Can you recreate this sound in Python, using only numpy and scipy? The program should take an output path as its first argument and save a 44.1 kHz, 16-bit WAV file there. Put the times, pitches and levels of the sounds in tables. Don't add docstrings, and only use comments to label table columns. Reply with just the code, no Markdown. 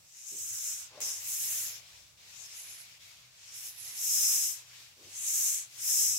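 import sys
import numpy as np
from scipy import signal
from scipy.fft import rfft, irfft, next_fast_len
from scipy.io import wavfile
from scipy.ndimage import uniform_filter1d, map_coordinates

SR = 44100
rng = np.random.default_rng(int(sys.argv[2]) if len(sys.argv) > 2 else 0)


def master(y):
    cut = np.clip(np.atleast_2d(y).T, -1, 1)
    pcm = np.round(cut * 32767)
    wavfile.write(sys.argv[1], SR, pcm.astype(np.int16))


N = 272538

# turn in seconds, rub at the turn in dB,
# fastest moment in seconds, rub there in dB, power of the rising arch, power of the falling arch,
# felt pressure at start and at end in dB, brightness at start and at end in dB, left minus right in dB.
STROKES = [(0, -77, 0.72, -58, 0.63, .6, 9.5, 3, 1.5, -2, 0.5),
           (.89, -62.5, 1.04, -62.5, 1, 1, -4.5, -0.5, -13, -11, 2.5),
           (1.004, -56, 1.014, -52, 1, 2.4, -1.5, 3, -1, -1, .5),
           (1.207, -57, 1.555, -52, 0.83, 0.45, 1, -1, 5, 1, 0.65),
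           (1.81, -61.5, 1.9, -62, 1, 0.99, -0.5, 5.5, -5.5, -5, 2),
           (2.17, -75, 2.53, -58, 0.3, 0.15, 1, -1.5, -1.5, -3.5, 1.95),
           (2.986, -72, 3.03, -61, 0.58, 0.56, -0.5, 0, -1, -5, 2),
           (3.3, -69.5, 3.645, -58.5, 0.76, 1.4, 3.5, -0.5, -6, -1.5, 1.2),
           (3.76, -61, 3.88, -56.5, 0.64, 1.3, 0, -3, -4.5, -2.5, 1),
           (3.99, -56, 4.295, -50, 0.79, 0.85, 3, 4, 3, 2, 1.5),
           (4.65, -64.5, 4.75, -59.5, 1.1, 0.76, 1.5, 0.5, -6, 1, 1.9),
           (4.95, -68.5, 5.46, -51.5, 0.87, 0.92, 3, 5, 2.5, -0.5, 1.5),
           (5.69, -63, 5.976, -51, 1.288, 1.17, 4, 8, 3, 1.5, 2),
           (6.3, -60, 6.4, -60, 1, 1, 5, 5, 0, 0, 2.5)]
DULLING = 0.47
REGRIP_S = 0.11

# frequency in Hz, level in dB per Hz.
FELT_COLOUR = [(180, -29.5), (300, -20), (392, -16), (433, -20.5), (494, -17), (656, -13), (1010, -10.5),
               (1510, -8), (1690, -6.5), (2360, -2), (4440, 0), (5520, -0.5), (9090, -9.5), (13100, -8),
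               (16000, -14.5)]
# centre in Hz, width in Hz, boost in dB.
BLOCK_RESONANCE = (2350, 390, 2.26)
# frequency in Hz, share from 0 to 1.
PRESSURE_SHARE = [(4600, 0.02), (5500, 0.75), (6800, 0.82), (8000, 1), (9400, 0.76)]
# frequency in Hz, share from 0 to 1.
BRIGHTNESS_SHARE = [(7500, 0), (11000, 0.68), (16000, 0.93)]
# frequency in Hz, dB for each dB of rub above its median.
LOW_THINNING = [(250, -0.3), (800, -0.05), (2000, 0)]
# frequency in Hz, depth in dB.
PATCH_DEPTH = [(400, 2.5), (4000, 1.84), (5000, 0)]
# start in seconds, end in seconds, centre in Hz, left change in dB, right change in dB.
BAND_CHANGES = [(0.213, 0.97, 10700, -4.5, 0), (0.22, 0.85, 14200, 2.5, -7), (0.31, 0.86, 5500, -2.5, -1),
                (1.186, 1.27, 10200, -5, -6), (2.42, 2.547, 5450, 0.5, 3.5), (3.397, 3.655, 5600, 2, 1.5),
                (3.754, 3.983, 14000, 4.5, -1), (2.45, 3.3, 2370, 1.5, 1.5), (1.2, 1.73, 5550, -3.5, -2),
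                (1.65, 1.785, 9100, -5, -8.5), (2.327, 2.75, 7000, 1.5, -0.5), (2.55, 2.846, 10900, 1, 7),
                (3.53, 3.82, 10500, -3, 5.5), (3.536, 3.77, 13300, 7, -1), (3.77, 4, 11200, -1, 7.5),
                (3.99, 4.1, 12600, 4, 3.5), (4.45, 4.58, 12500, 3.5, 3.5), (5.81, 5.9, 12400, 2, 3),
                (5.16, 5.7, 5330, -3.5, -4.5), (5.1, 5.29, 13000, 0, -5), (0.45, 1.17, 1450, 7.5, 4.5),
                (1.48, 2.3, 514, 6.5, 7), (5.2, 6.05, 610, -12, -9)]

# start in seconds, level in dB before the panel's own colour,
# pitch centre in Hz, spread in octaves, rise in seconds, time to fall 60 dB in seconds.
BUMPS = [(0.304, -51, 376, 0.27, 0.03, 0.32), (.305, -51.5, 160, 0.53, 0.016, 0.34),
         (.40, -55, 100, .3, 0.0062, 0.3), (.50, -48.5, 101.5, 0.33, 0.015, 0.17),
         (.88, -55.5, 610, .8, 0.076, 1), (.974, -46, 600, .25, .002, 0.14),
         (1.013, -47.5, 543, .25, 0.002, 0.076), (1.04, -58.5, 540, 1.1, 0.022, 0.21),
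         (4.951, -53, 448, 0.85, 0.069, 0.37), (5.035, -49, 103, 0.28, 0.011, 0.19),
         (5.06, -51, 320, 0.32, 0.0085, 0.095)]
# frequency in Hz, strength in dB.
PANEL_MODES = [(98, 0), (170, -8.5), (250, -1), (325, 1.5), (400, 2), (505, 1.5), (590, 1.5), (700, -7),
               (820, 3.5), (1050, 12), (1500, -5)]
# start in seconds, level in dB before smoothing,
# time to fall 60 dB in seconds.
EDGE_CLICKS = [(1.0045, -31, .012), (1.014, -36, .015)]

# frequency in Hz, level in dB per Hz.
AIR_COLOUR = [(12, -70), (20, -36), (53, -39), (98, -3), (198, -17.5), (319, -22), (446, -22.5), (527, -17),
              (1150, -17), (2320, -24), (2530, -19), (5530, -17.5), (16000, -24.5)]
AIR_DB = -65.5
# frequency in Hz, width in Hz, level in dB before the room's level curve.
FAN_ORDERS = [(58.6, 13, -84), (66, 12, -84), (93.2, 13, -79), (124.2, 7.2, -77), (159.6, 3.8, -83),
              (191.8, 3.9, -94)]
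# time in seconds, change in dB.
ROOM_LEVEL = [(0, 3.5), (.15, -8.5), (.4, -2.5), (1, 0), (1.8, 1.5), (2.6, -1), (3.6, -1), (4.5, 0),
              (5.3, -0.5), (6.18, 2)]
# frequency in Hz, likeness from 0 to 1.
SIDE_LIKENESS = [(60, 0.77), (250, 0.57), (500, 0.52), (1000, 0.008), (16000, 0.016)]

# frequency in Hz, change in dB.
MIC_COLOUR = [(6000, 0), (8000, 1.5), (8500, -1), (10500, 0)]
BAND_EDGES = [5020, 5950, 7600, 9400, 12100, 16500]
# left margin in dB, right margin in dB, depth in dB.
SUPPRESSOR_BANDS = [(3, 3.5, 17), (1.5, 2.5, 19.5), (2, 1, 18.5), (3, 1, 17.5), (4.5, 4, 16)]
TOP_HZ = 15780


def amp(db):
    return 10 ** (np.asarray(db) / 20)


def unit(x):
    return x / np.sqrt(np.mean(x ** 2) + 1e-20)


def along(points, at):
    f, values = np.transpose(points)
    return np.interp(np.log(at + 1), np.log(f + 1), values)


def wobble(rate):
    knots = rng.standard_normal(int(N * rate / SR) + 4)
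    return map_coordinates(knots, [np.arange(N) * rate / SR])


def filtered(x, response):
    size = next_fast_len(N + 8192)
    spectrum = rfft(x, size) * response(np.fft.rfftfreq(size, 1 / SR))
    return irfft(spectrum, size)[..., :N]


def rush(response):
    def mid_and_side(f):
        turn = np.arccos(np.clip(along(SIDE_LIKENESS, f), -1, 1)) / 2
        return response(f) * [np.cos(turn), np.sin(turn)]

    mid, side = filtered(rng.standard_normal((2, N)), mid_and_side)
    return unit(np.array([mid + side, mid - side]))


def eraser(grit_db=0.5, drag_db=0.48, width_octaves=0.16, edge_s=0.014):
    def felt(f):
        resonance = BLOCK_RESONANCE[2] / (1 + ((f - BLOCK_RESONANCE[0]) / BLOCK_RESONANCE[1]) ** 2)
        return amp(along(FELT_COLOUR, f) + resonance)

    hiss = rush(felt)
    hiss = hiss / np.std(filtered(hiss.mean(0), lambda f: (f > 2000) & (f < 4600)))
    hiss = hiss * amp(grit_db * wobble(900) + drag_db * wobble(24.99))

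    f, t, z = signal.stft(hiss, SR, nperseg=256)
    rub, press, bright, pan = arm(t)
    colour = rub + np.outer(along(PRESSURE_SHARE, f), press) + np.outer(along(BRIGHTNESS_SHARE, f), bright)
    colour = colour + np.outer(along(LOW_THINNING, f), rub - np.median(rub))
    colour = colour + np.multiply.outer([[.5], [-.5]], pan)
    for start, end, centre, left, right in BAND_CHANGES:
        when = (np.tanh((t - start) / edge_s) - np.tanh((t - end) / edge_s)) / 2
        where = np.exp(-(np.log2((f + 1) / centre) / width_octaves) ** 2)
        colour = colour + np.multiply.outer([left, right], np.outer(where, when))
    patches = uniform_filter1d(rng.standard_normal(z.shape), size=2, axis=1)
    patches = uniform_filter1d(patches, size=16, axis=2)
    colour = colour + along(PATCH_DEPTH, f)[:, None] * unit(patches)
    return signal.istft(z * amp(colour), SR, nperseg=256)[1][:, :N]


def arm(t):
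    turn, low, fastest, top, up, down, press0, press1, bright0, bright1, pan = np.transpose(STROKES)
    k = np.clip(np.searchsorted(turn, t, side="right") - 1, 0, len(turn) - 2)
    rising = t < fastest[k]
    end = np.where(rising, k, k + 1)
    swing = np.sin(np.pi / 2 * np.clip((t - turn[end]) / (fastest[k] - turn[end]), 0, 1))
    power = np.abs(np.where(rising, up[k], down[k]))
    rub = low[end] + (top[k] - low[end]) * swing ** power

    done = (t - turn[k]) / (turn[k + 1] - turn[k])
    press = press0[k] + (press1[k] - press0[k]) * done
    bright = bright0[k] + (bright1[k] - bright0[k]) * done
    bright = bright - DULLING * (top[k] - rub)

    def glide(values):
        return uniform_filter1d(values, max(1, round(REGRIP_S / (t[1] - t[0]))))

    return rub, glide(press), glide(bright), glide(pan[k])


def bumps(blur=0.083, apart=0.0089, left_db=1):
    out = np.zeros((2, N + SR))
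    t = np.arange(SR // 2) / SR
    for s, db, centre, spread, rise, t60 in BUMPS:
        ring = 0
        for f, level in PANEL_MODES:
            share = np.exp(-(np.log2(f / centre) / spread) ** 2)
            drift = np.cumsum(rng.standard_normal((3, len(t))), axis=1) * np.sqrt(f / 500)
            phase = 2 * np.pi * f * t + blur * drift[0] + apart * drift[1:]
            ring = ring + share * amp(level) * np.sin(phase)
        swell = 1 - np.exp(-(t / rise) ** 2)
        out[:, round(s * SR):][:, :len(t)] += amp(db - 60 * t / t60) * ring * swell
    for s, db, t60 in EDGE_CLICKS:
        click = uniform_filter1d(np.diff(rng.standard_normal((2, len(t) + 1))), size=4)
        out[:, round(s * SR):][:, :len(t)] += click * amp(db - 60 * t / t60)
    thin = filtered(out[:, :N], lambda f: f ** 2 / (f ** 2 + 70 ** 2))
    return thin * amp([[left_db], [-left_db]])


def room():
    hum = 0
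    for centre, width, db in FAN_ORDERS:
        hum = hum + amp(db) * rush(lambda f: 1 / (1 + ((f - centre) / width * 2) ** 2))
    air = amp(AIR_DB + 0.27 * wobble(2.3)) * rush(lambda f: amp(along(AIR_COLOUR, f)))
    level_db = np.interp(np.arange(N) / SR, *np.transpose(ROOM_LEVEL))
    return (air + hum) * amp(level_db)


def scene():
    return eraser() + bumps() + room()


def record(dry, memory_s=1.2, start_db=5, knee_db=3.5, release_s=0.019):
    coloured = filtered(dry, lambda f: amp(along(MIC_COLOUR, f)))
    f, t, z = signal.stft(coloured, SR, nperseg=512, noverlap=384)
    step = t[1] - t[0]
    keep = np.exp(-step / memory_s)
    hold = np.exp(-step / release_s)
    gain = np.ones(z.shape)
    for lo, hi, (left, right, depth_db) in zip(BAND_EDGES, BAND_EDGES[1:], SUPPRESSOR_BANDS):
        band = (f >= lo) & (f < hi)
        power = np.mean(np.abs(z[:, band]) ** 2, axis=1)
        power = signal.lfilter([1 - hold], [1, -hold], power)
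        level = 10 * np.log10(np.abs(power) + 1e-20)
        first = level[:, 5:25].mean(1, keepdims=True) + start_db
        usual = signal.lfilter([1 - keep], [1, -keep], level - first, axis=1) + first
        opening = .5 + .5 * np.tanh((level - usual - [[left], [right]]) / knee_db)
        gain[:, band] = amp(depth_db * opening)[:, None]
    out = signal.istft(z * gain, SR, nperseg=512, noverlap=384)[1][:, :N]
    return filtered(out, lambda f: f < TOP_HZ)


dry = scene()
out = record(dry)
master(out)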